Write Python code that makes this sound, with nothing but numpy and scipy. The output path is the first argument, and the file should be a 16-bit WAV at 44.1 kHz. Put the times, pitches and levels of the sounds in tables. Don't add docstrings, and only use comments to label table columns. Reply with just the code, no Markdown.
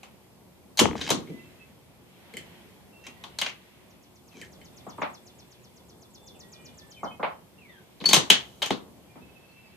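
import sys
import numpy as np
from scipy import signal
from scipy.fft import rfft, irfft, next_fast_len
from scipy.io import wavfile
from scipy.ndimage import uniform_filter1d, map_coordinates

SR = 44100
rng = np.random.default_rng(int(sys.argv[2]) if len(sys.argv) > 2 else 0)


def generate_wav(sig):
    pcm = np.round(np.clip(np.atleast_2d(sig).T, -1, 1) * 32767).astype(np.int16)
    wavfile.write(sys.argv[1], SR, pcm)


N = 430416

# (time [s], steel level [dB], bench, stock and bright steel re steel [dB each],
# favoured steel frequency [Hz])
STEEL_CONTACTS = [(0.0315, -34.5, -22.5, -9, -10.5, 2600), (0.7724, -22.5, -27.5, -18.5, -1, 4350),
                  (0.7793, -19.5, -31, -16, -1.5, 4730), (0.7907, -5, -29.5, -13, -7, 3080),
                  (0.797, -13, -23.5, -6, 5, 2900), (0.811, -19, 7, 0.5, -8.5, 4130),
                  (0.9906, -35, -29.5, -3, -19.5, 2160), (1.0126, -19.5, -15, -15, -16, 3680),
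                  (1.0744, -27, -29.5, -6, -10.5, 2530), (1.0904, -22, -24, -4, -5.5, 3140),
                  (1.1031, -12.5, -5.5, -5, -1.5, 3780), (1.1117, -17.5, -17, -11, -6.5, 3980),
                  (1.273, -42, -7, -26, -24, 2060), (1.297, -50, 14.5, -6, -7, 2060),
                  (3.0665, -32, -17, -13, -6.5, 2530), (3.238, -29, -32, -8.5, -9.5, 3530),
                  (3.3865, -19, -36, -16.5, -4, 4480), (3.4143, -15, -32, -14.5, -7.5, 3070),
                  (3.4217, -21, -30, -12.5, -11.5, 2000), (3.4628, -18.5, -26, -16, -16, 2540),
                  (8.0022, -34.5, -12.5, -13, -25, 3890), (8.011, -32, -6, -9, -17, 3940),
                  (8.0397, -25.5, -29, -6, -13.5, 2330), (8.0577, -15, -24.5, -17, -4, 4460),
                  (8.089, -12.5, -20, -14.5, -1.1, 4480), (8.1085, -14.5, -19.5, -14, -9, 4460),
                  (8.1316, -4, -18.5, -9.5, 0.5, 3780), (8.1411, -5, -23.5, -15.5, -4, 2920),
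                  (8.1633, -9, -13.5, -8.5, -5, 3800), (8.301, 2, -25.5, -17, -8, 3200),
                  (8.6189, -17.5, -18.5, -10.5, -17, 3940), (8.6242, -14.5, -24, -13, -9, 3130),
                  (8.6593, -25.5, -15, -13, 0.5, 2580), (8.705, -16, -6, -5, -15, 3560)]
# (frequency [Hz], bandwidth [Hz], level [dB])
BENCH_MODES = [(130, 50, -13), (175, 60, -3), (235, 60, 0), (300, 70, -2), (465, 90, -1.5)]
# (frequency [Hz], bandwidth [Hz], level [dB])
STOCK_MODES = [(568, 61, -9), (801, 200, -3), (1102, 110, -2.5), (1350, 390, -18.5)]
# (frequency [Hz], bandwidth [Hz], level [dB])
RECEIVER_MODES = [(1670, 300, -5), (2160, 130, -1.5), (2560, 200, -4), (2918, 110, -4), (3110, 120, -0.1),
                  (3400, 130, -4.5), (3740, 380, -5.5), (4160, 330, -6), (4490, 200, -7.5)]
# (frequency [Hz], bandwidth [Hz], level [dB])
BOLT_MODES = [(5000, 700, -6), (5650, 600, -4), (6230, 250, 0), (6570, 250, -2), (7200, 900, -5),
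              (8060, 800, -6), (9100, 1100, -8), (10600, 1500, -11), (12300, 1500, -13), (14300, 500, -11)]
RATTLE_T60_S, RIFLE_PAN_DB, BOLT_FOCUS_HZ = 0.02, 2, 6200


def steel_contacts():
    out = np.zeros((2, N))
    bolt = favoured(BOLT_MODES, BOLT_FOCUS_HZ, db_per_octave=4.0, boost_db=3.0)
    for s, db, bench_db, stock_db, bright_db, steel_hz in STEEL_CONTACTS:
        receiver = favoured(RECEIVER_MODES, steel_hz)
        parts = [
            (BENCH_MODES, 95, 600, bench_db, 2.2),
            (STOCK_MODES, 450, 1600, stock_db, 1.4),
            (receiver, 1300, 5600, -1.2, 1.1),
            (bolt, 4600, 15500, bright_db, .9),
        ]
        add(out, amp(db) * blow(parts, RATTLE_T60_S, -0.41, RIFLE_PAN_DB), s)
    return out


# (time [s], level [dB], bench re level [dB], upper brass re level [dB])
CARTRIDGE_PICKS = [(2.3385, -33, -8, -10), (2.3693, -26, -14.5, -3.5), (4.4146, -34.5, -13, -1.5),
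                   (4.6147, -41.5, -14, -24)]
# (frequency [Hz], bandwidth [Hz], level [dB])
BRASS_MODES = [(2110, 170, 0.1), (3060, 30, 6.5), (4300, 530, -13)]
# (frequency [Hz], bandwidth [Hz], level [dB])
UPPER_BRASS_MODES = [(6650, 550, -3.5), (7700, 730, 1.1), (9330, 1100, -4), (12000, 2500, -10.5)]
# (time [s], frequency [Hz], level [dB])
SEATING_CLINK = [(4.413, 2720, -42), (4.421, 1980, -43.5), (4.437, 1580, -47)]


def cartridges():
    out = np.zeros((2, N))
    for s, db, bench_db, top_db in CARTRIDGE_PICKS:
        parts = [
            (BENCH_MODES, 95, 600, bench_db, 4.0),
            (BRASS_MODES, 1300, 5600, -1.2, 1.1),
            (UPPER_BRASS_MODES, 5600, 15500, top_db, .9),
        ]
        add(out, amp(db) * blow(parts, 0.0091, -2.2, 1.5), s)
    clink = np.pad(note(SEATING_CLINK), (0, SR // 4))
    add(out, shelter(clink, wet_db=-4.5), SEATING_CLINK[0][0])
    return out


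# (time [s], level [dB], boom re level [dB], edge re level [dB], left-right difference [dB])
PLANK_KNOCKS = [(4.865, -32, -8.5, -28, 3), (4.98, -34, -6.5, -14, 0), (5.017, -18, -17, -7.5, 1),
                (7.03, -22, -10, -28.5, -0.5), (7.195, -29, -9, -22, -0.5), (7.229, -16, -19, -7, -0.5),
                (9.155, -43.5, -1, -14, 0)]
# (time [s], level [dB], boom re level [dB], edge re level [dB], left-right difference [dB])
BIPOD_FEET = [(0.855, -11, -9.5, -7, 12.5), (0.886, -22.5, -11, -13, 4.5), (0.911, -27.5, -2.5, 0, 5.0),
              (0.931, -30.5, 0, 0, 3.0), (0.953, -21.5, -7.5, -12, 9.3), (8.706, -12, -8, -14, 1.5)]
# (frequency [Hz], bandwidth [Hz], level [dB])
BOARD_MODES = [(443, 140, -3), (617, 190, 2.5), (885, 130, 4), (1170, 200, 0), (1310, 240, -6)]
# (frequency [Hz], bandwidth [Hz], level [dB])
UPPER_PLANK_MODES = [(1630, 340, 1), (2141, 320, 6.5), (2590, 242.5, 0.7), (3200, 420, -8),
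                     (3710, 500, -17), (4410, 170, -17.5)]
REBOUND_S, REBOUND_DB = .0115, -4.5


def bench_knocks():
    out = np.zeros((2, N))
    rebounds = [(s + REBOUND_S, db + REBOUND_DB, *rest) for s, db, *rest in PLANK_KNOCKS]
    for table, t60, wet_db in ((PLANK_KNOCKS + rebounds, .018, 2.5), (BIPOD_FEET, .0008, -15)):
        for s, db, boom_db, edge_db, pan_db in table:
            parts = [
                (BENCH_MODES, 130, 500, boom_db, 2.2),
                (BOARD_MODES, 300, 1400, -1.2, 1.3),
                (UPPER_PLANK_MODES, 1300, 4200, edge_db, 1.05),
            ]
            add(out, amp(db) * blow(parts, t60, wet_db, pan_db), s)
    return out


# (time [s], length [s], first level [dB], last level [dB])
STEEL_SLIDES = [(.955, 0.053, -50, -44.5), (1.012, 0.1, -40, -41), (3.04, .04, -57, -54),
                (3.42, .08, -57, -44.5), (4.31, 0.098, -67, -55.5), (4.415, 0.054, -56, -62),
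                (8.07, .12, -63, -41), (8.62, .09, -61.5, -63)]


def sliding_steel():
    grit = rng.standard_normal(N) * amp(5 * wobble(900))
    steel = body(RECEIVER_MODES + BOLT_MODES)
    scrape = unit(filtered(grit, lambda f: steel(f) / (1 + (f / 6500) ** 4)))
    return strokes(STEEL_SLIDES) * scrape


# (time [s], nominal peak level [dB], decay time T60 [s])
BENCH_SHUDDERS = [(.795, -20.5, 0.59), (1.03, -33, 0.27), (1.1, -25.5, 0.46), (1.285, -36, 0.42),
                  (3.07, -48, .4), (3.41, -41, .4), (4.34, -44.5, .5), (8.01, -34, 0.46),
                  (8.065, -28, 0.32), (8.13, -34.5, .4), (8.29, -42.5, .3), (8.695, -34, 0.51),
                  (9.2, -48, .4)]


def bench_shudder():
    bench = body(BENCH_MODES)
    planks = lambda f: bench(f) * f ** 2 / (f ** 2 + 130 ** 2) / (1 + (f / 330) ** 4)
    rumble = unit(filtered(rng.standard_normal(N), planks))
    return swells(BENCH_SHUDDERS, rise_s=.015) * amp(-4.5 + 1.9 * wobble(30)) * rumble


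# (time [s], peak level [dB], decay time T60 [s])
BENCH_SWAYS = [(.79, -36.5, 0.64), (1.12, -58, 0.45)]


def bench_sway():
    shared, left, right = rng.standard_normal((3, N))
    pair = shared + 0.87 * np.array([left, right])
    sway = unit(filtered(pair, lambda f: body([(80, 60, 0)])(f) ** 2))
    return swells(BENCH_SWAYS, rise_s=0.073) * sway


# (time [s], length [s], first level [dB])
LUG_SLIPS = [(8.058, .013, -14.5), (8.091, .011, -22), (8.112, .016, -26)]
SQUEAL_HZ, SQUEAL_SAG_DB = 4458, 3


def lug_squeal():
    slips = strokes([(s, length, db, db - SQUEAL_SAG_DB) for s, length, db in LUG_SLIPS])
    hz = SQUEAL_HZ + 8 * wobble(200)
    return slips * np.sqrt(2) * np.sin(2 * np.pi * np.cumsum(hz) / SR)


def bolt_travel():
    rubbing = shelter(sliding_steel() + bench_shudder(), wet_db=-9.5, pan_db=0.5)
    return bench_sway() + rubbing + shelter(lug_squeal(), wet_db=-13, pan_db=7.5)


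# (time [s], length [s], first frequency [Hz],
# last frequency [Hz], level before sag and flutter [dB])
GLIDING_TONES = [(1.3, .13, 2014, 2030, -65.5), (1.392, .06, 2700, 2660, -60),
                 (1.498, .048, 2070, 2060, -70), (1.597, 0.042, 2627, 2597, -62.5),
                 (4.314, .1, 2700, 2050, -63), (1.606, .046, 2030, 2090, -70),
                 (2.929, 0.2, 2694, 2743, -60.5), (3.043, .2, 1920, 1940, -65),
                 (6.17, 0.2, 3520, 3515, -67), (6.339, .027, 3400, 2370, -65),
                 (6.413, 0.28, 1910, 1912, -73), (6.53, 0.19, 2410, 2400, -68),
                 (6.54, .21, 2966, 2945, -72), (6.775, 0.13, 1780, 1765, -67),
                 (6.914, 0.088, 3130, 3060, -59), (6.965, 0.042, 2570, 2160, -57.5),
                 (7.0, .05, 2140, 2114, -59), (7.061, 0.057, 3084, 3085, -54),
                 (7.105, 0.041, 2520, 2560, -58.5), (7.1, 0.092, 2200, 2120, -66),
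                 (8.94, .07, 2355, 2310, -76), (9.08, .09, 2420, 2370, -72), (7.282, 0.15, 3090, 3120, -72),
                 (7.58, 0.21, 2796, 1510, -61), (7.695, 0.081, 3640, 3100, -67),
                 (9.488, .06, 4380, 4260, -73.5), (9.556, .19, 2350, 2260, -71.5),
                 (9.639, 0.073, 4910, 4900, -73), (9.705, .04, 4220, 4300, -73)]
FALLING_RATTLE = GLIDING_TONES[4:5]


def falling_rattle():
    return fluttering_glides(FALLING_RATTLE)


# (time [s], level [dB])
TRILL_STRENGTH = [(3.9, -49.5), (4.4, -45), (5.0, -36), (5.7, -44.5), (6.0, -43), (6.2, -36.5),
                  (6.5, -35.5), (7.05, -37.5)]
# (time from chip [s], frequency [Hz], relative level [dB])
CHIP_SHAPE = [(-.012, 7330, -18), (-.005, 7150, -11), (.004, 5800, -5), (.014, 4326, -9),
              (.024, 3590, -17.5), (.04, 3400, -7.5)]
# (time from chip [s], frequency [Hz], relative level [dB])
LEAD_IN_SHAPE = [(-.044, 8420, 1), (-.036, 8070, -12), (-.028, 7700, -4)]
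TRILL_START_S, CHIP_GAP_S, GAP_GROWS_S = 3.919, .1209, .00032
CHIP_COUNT = 26
HEAD_START_S = .013
LEAD_IN_DB = -17


def trill():
    near = np.zeros(N)
    for k in range(CHIP_COUNT):
        s = TRILL_START_S + k * (CHIP_GAP_S + GAP_GROWS_S * k / 2) - HEAD_START_S / 2 ** k
        pitch = 1 + 0.00748 * rng.standard_normal()
        db = np.interp(s, *np.transpose(TRILL_STRENGTH))
        add(near, amp(db - 5.5) * note(CHIP_SHAPE, pitch), s + CHIP_SHAPE[0][0])
        add(near, amp(db + LEAD_IN_DB) * note(LEAD_IN_SHAPE, pitch), s + LEAD_IN_SHAPE[0][0])
    return shelter(near, wet_db=-5.5, pan_db=1.0, lag=7)


FAR_WHISTLES = GLIDING_TONES[:4] + GLIDING_TONES[5:]
PIPE_START_S, PIPE_GAP_S, PIPE_LENGTH_S, PIPE_COUNT = 9.21, .07, .035, 8
PIPE_HZ, PIPE_RISE_HZ, PIPE_DB = 2600, 9, -63


def far_whistles():
    piping = []
    for k in range(PIPE_COUNT):
        s, hz = PIPE_START_S + k * PIPE_GAP_S, PIPE_HZ + PIPE_RISE_HZ * k
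        piping.append((s, PIPE_LENGTH_S, hz, hz + rng.normal(0, 41), PIPE_DB + rng.normal(0, 1.2)))
    return fluttering_glides(FAR_WHISTLES + piping)


# (time [s], level [dB])
TRAFFIC_LEVEL = [(0, -56), (.6, -57), (1.3, -52), (1.65, -55.5), (2.0, -57.5), (2.45, -51.5), (2.9, -55),
                 (3.3, -54), (4.05, -57.5), (4.8, -52), (5.5, -55.5), (6.1, -55.5), (6.5, -53.5),
                 (6.9, -54.5), (7.7, -57), (8.5, -51.5), (9.0, -55), (9.76, -57)]
# (frequency [Hz], relative level per Hz [dB])
TRAFFIC_SPECTRUM = [(15, -70.5), (25, -36.5), (68, -3), (150, -3.5), (179, -0.5), (238, -4), (329, -8),
                    (353, -6.5), (505, -9), (980, -14), (1800, -30.5), (2340, -56), (3960, -120)]


def far_traffic(traffic_db):
    return amp(traffic_db + .7 * wobble(6)) * rush(TRAFFIC_SPECTRUM, patchy_db=1.2)


# (time [s], level [dB])
SLEEVE_MOVES = [(0, -66.5), (1.3, -60), (1.65, -66.5), (2.45, -57), (3.3, -60), (3.7, -63), (4.85, -63),
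                (5.5, -67), (6.75, -65), (7.8, -64.5), (9.3, -64.5), (9.76, -64.5)]
# (frequency [Hz], relative level per Hz [dB])
RUSTLE_SPECTRUM = [(710, -35.5), (1200, -4), (2270, 3), (2840, 1), (3320, 1), (4020, -5.5), (6500, -28),
                   (8450, -37.5), (14300, -120)]
LEAVES_DB, SLEEVE_WIDTH_S = -68, .25


def rustle():
    t = np.arange(N) / SR
    power = amp(LEAVES_DB) ** 2
    for s, db in SLEEVE_MOVES:
        power = power + amp(db) ** 2 * np.exp(-((t - s) / SLEEVE_WIDTH_S) ** 2)
    return np.sqrt(power) * rush(RUSTLE_SPECTRUM, patchy_db=1)


# (frequency [Hz], relative level per Hz [dB])
HISS_SPECTRUM = [(2350, -34.5), (4000, -2.5), (4620, -2), (6950, -4), (9990, -4), (14000, -4), (14900, -11),
                 (15200, -29.5)]
HISS_DB, HISS_FOLLOWS = -65, .7


def hiss(traffic_db):
    level_db = HISS_DB + HISS_FOLLOWS * (traffic_db - traffic_db.mean())
    return amp(level_db) * rush(HISS_SPECTRUM, patchy_db=.5)


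# (frequency [Hz], level before fluctuation [dB])
HUM_TONES = [(123.8, -75.5), (360.7, -68)]


def hum():
    t = np.arange(N) / SR
    out = np.zeros(N)
    for hz, db in HUM_TONES:
        level = np.sqrt(2) * amp(db - 2 + 3 * wobble(5))
        out += level * np.sin(2 * np.pi * hz * t + 1.2 * wobble(8))
    return out


def background():
    traffic_db, = curves(TRAFFIC_LEVEL)
    return far_traffic(traffic_db) + rustle() + hiss(traffic_db) + hum()


# (frequency [Hz], decay time T60 [s])
ROOF_DECAY = [(150, 0.27), (1000, 0.29), (3000, 0.22), (8000, 0.19), (14000, 0.11)]


def shelter(x, wet_db, pan_db=0, lag=0, radiated=None):
    source = x if radiated is None else radiated
    delayed = np.pad(source, (SR // 400, 0))[None]
    wet = signal.fftconvolve(delayed, tail(ROOF_DECAY, .3), axes=1)[:, :len(x)]
    direct = [np.roll(x, int(lag)), x]
    return (direct + amp(wet_db) * wet) * amp([[pan_db / 2], [-pan_db / 2]])


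# (frequency [Hz], decay time T60 [s])
RANGE_DECAY = [(150, .9), (1500, 0.58), (12000, 1.05)]


def range_echo(rifle):
    delayed = np.pad(rifle.mean(0), (SR // 16, 0))[None]
    return amp(-32.5) * signal.fftconvolve(delayed, tail(RANGE_DECAY, 0.98), axes=1)[:, :N]


# (frequency [Hz], left-right likeness [-1 to 1])
LEFT_RIGHT_LIKENESS = [(60, 0.44), (150, 0.65), (380, 0.37), (940, 0.47), (2350, -0.18), (5890, -0.15),
                       (14700, 0.38)]


def rush(spectrum, patchy_db):
    z = signal.stft(rng.standard_normal((2, N)), nperseg=512)[2]
    field = uniform_filter1d(rng.standard_normal(z.shape[1:]), size=6, axis=0)
    field = uniform_filter1d(field, size=14, axis=1)
    pair = signal.istft(z * amp(patchy_db * unit(field)), nperseg=512)[1][:, :N]

    def mid_side(hz):
        turn = np.arccos(np.clip(along(LEFT_RIGHT_LIKENESS, hz), -1, 1)) / 2
        return amp(along(spectrum, hz)) * [np.cos(turn), np.sin(turn)]

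    mid, side = filtered(pair, mid_side)
    return unit(np.array([mid + side, mid - side]))


def blow(parts, t60, wet_db, pan_db):
    t, direct, radiated = np.arange(SR // 3) / SR, 0, 0
    impulse = 1. * (np.arange(len(t)) == SR // 1000)
    for modes, low_hz, high_hz, db, slowness in parts:
        force = rng.standard_normal(len(t)) * amp(-60 * t / (slowness * max(t60, .0005)))
        force[0] = 3.6
        edges = signal.butter(4, [low_hz, high_hz], "band", fs=SR, output="sos")
        ring = signal.sosfilt(edges, filtered(force, body(modes)))
        ring = amp(db) * ring / np.abs(ring).max()
        direct = direct + ring
        power = lambda f: sum(np.abs(body([(c, 1.6 * w, level)])(f)) ** 2 for c, w, level in modes)
        around = signal.sosfilt(edges, filtered(impulse, lambda f: np.sqrt(power(f))))
        radiated = radiated + around * np.linalg.norm(ring) / np.linalg.norm(around)
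    return shelter(direct, wet_db, pan_db, radiated=radiated)


def favoured(modes, focus_hz, db_per_octave=6, boost_db=7):
    out = []
    for c, w, db in modes:
        octaves = abs(np.log2(c / focus_hz))
        out.append((c, w, db - db_per_octave * octaves + boost_db * np.exp(-(octaves / 0.14) ** 2)))
    return out


def body(modes):
    def mode(k, f, c, w, db):
        return (-1) ** k * amp(db) * 1j * f * w / (c * c - f * f + 1j * f * w)
    return lambda f: sum(mode(k, f, *row) for k, row in enumerate(modes))


def tail(t60s, seconds):
    hz, t, z = signal.stft(rng.standard_normal((2, int(SR * seconds))), SR, nperseg=256)
    decay = amp(-60 * t / along(t60s, hz)[:, None])
    noise = signal.istft(z * decay, SR, nperseg=256)[1]
    return noise / np.linalg.norm(noise[0])


def fluttering_glides(rows):
    out = np.zeros(N)
    for s, length, hz0, hz1, db in rows:
        bend = hz1 + .4 * (hz0 - hz1)
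        shape = [(0, hz0, db), (length / 2, bend, db - 1), (length, hz1, db - 3)]
        add(out, np.sqrt(2) * note(shape), s)
    return shelter(out * amp(4 * wobble(70) - 2.5), wet_db=2.5)


def note(shape, pitch=1):
    s, hz, db = np.transpose(shape)
    t = np.arange(s[0], s[-1], 1 / SR)
    ends = np.clip(np.minimum(t - s[0], s[-1] - t) / 0.0015, 0, 1)
    phase = 2 * np.pi * np.cumsum(pitch * np.interp(t, s, hz)) / SR
    return ends * amp(np.interp(t, s, db)) * np.sin(phase)


def strokes(rows):
    t, gain = np.arange(N) / SR, 0
    for s, length, first_db, last_db in rows:
        times = [s - .003, s, s + length, s + length + .009]
        gain = gain + np.interp(t, times, [0, amp(first_db), amp(last_db), 0])
    return gain


def swells(rows, rise_s):
    t, gain = np.arange(N) / SR, 0
    for s, db, t60 in rows:
        decay = amp(db - 60 * np.maximum(t - s - rise_s, 0) / t60)
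        gain = gain + decay * np.clip((t - s) / rise_s, 0, 1) ** 2
    return gain


def amp(db):
    return 10 ** (np.asarray(db) / 20)


def unit(x):
    return x / np.sqrt(np.mean(x ** 2) + 1e-20)


def along(points, hz):
    f, v = np.transpose(points)
    return np.interp(np.log(hz + 1), np.log(f + 1), v)


def curves(rows):
    s, *cols = np.transpose(rows)
    return [np.interp(np.arange(N) / SR, s, c) for c in cols]


def wobble(rate):
    knots = rng.standard_normal(int(N * rate / SR) + 4)
    return map_coordinates(knots, [np.arange(N) * rate / SR])


def filtered(x, response):
    n = x.shape[-1]
    m = next_fast_len(n + SR // 8)
    return irfft(rfft(x, m) * response(np.fft.rfftfreq(m, 1 / SR)), m)[..., :n]


def add(out, x, s):
    part = out[..., max(round(s * SR), 0):][..., :x.shape[-1]]
    part += x[..., :part.shape[-1]]


def scene():
    rifle = steel_contacts() + cartridges() + bench_knocks() + bolt_travel()
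    birds = trill() + far_whistles()
    return rifle + range_echo(rifle) + falling_rattle() + birds + background()


TOP_HZ = 14700


def record(dry):
    clipped = dry / (1 + np.abs(dry / 1.02) ** 8) ** (1 / 8)
    return filtered(clipped, lambda hz: hz < TOP_HZ)


dry = scene()
out = record(dry)
generate_wav(out)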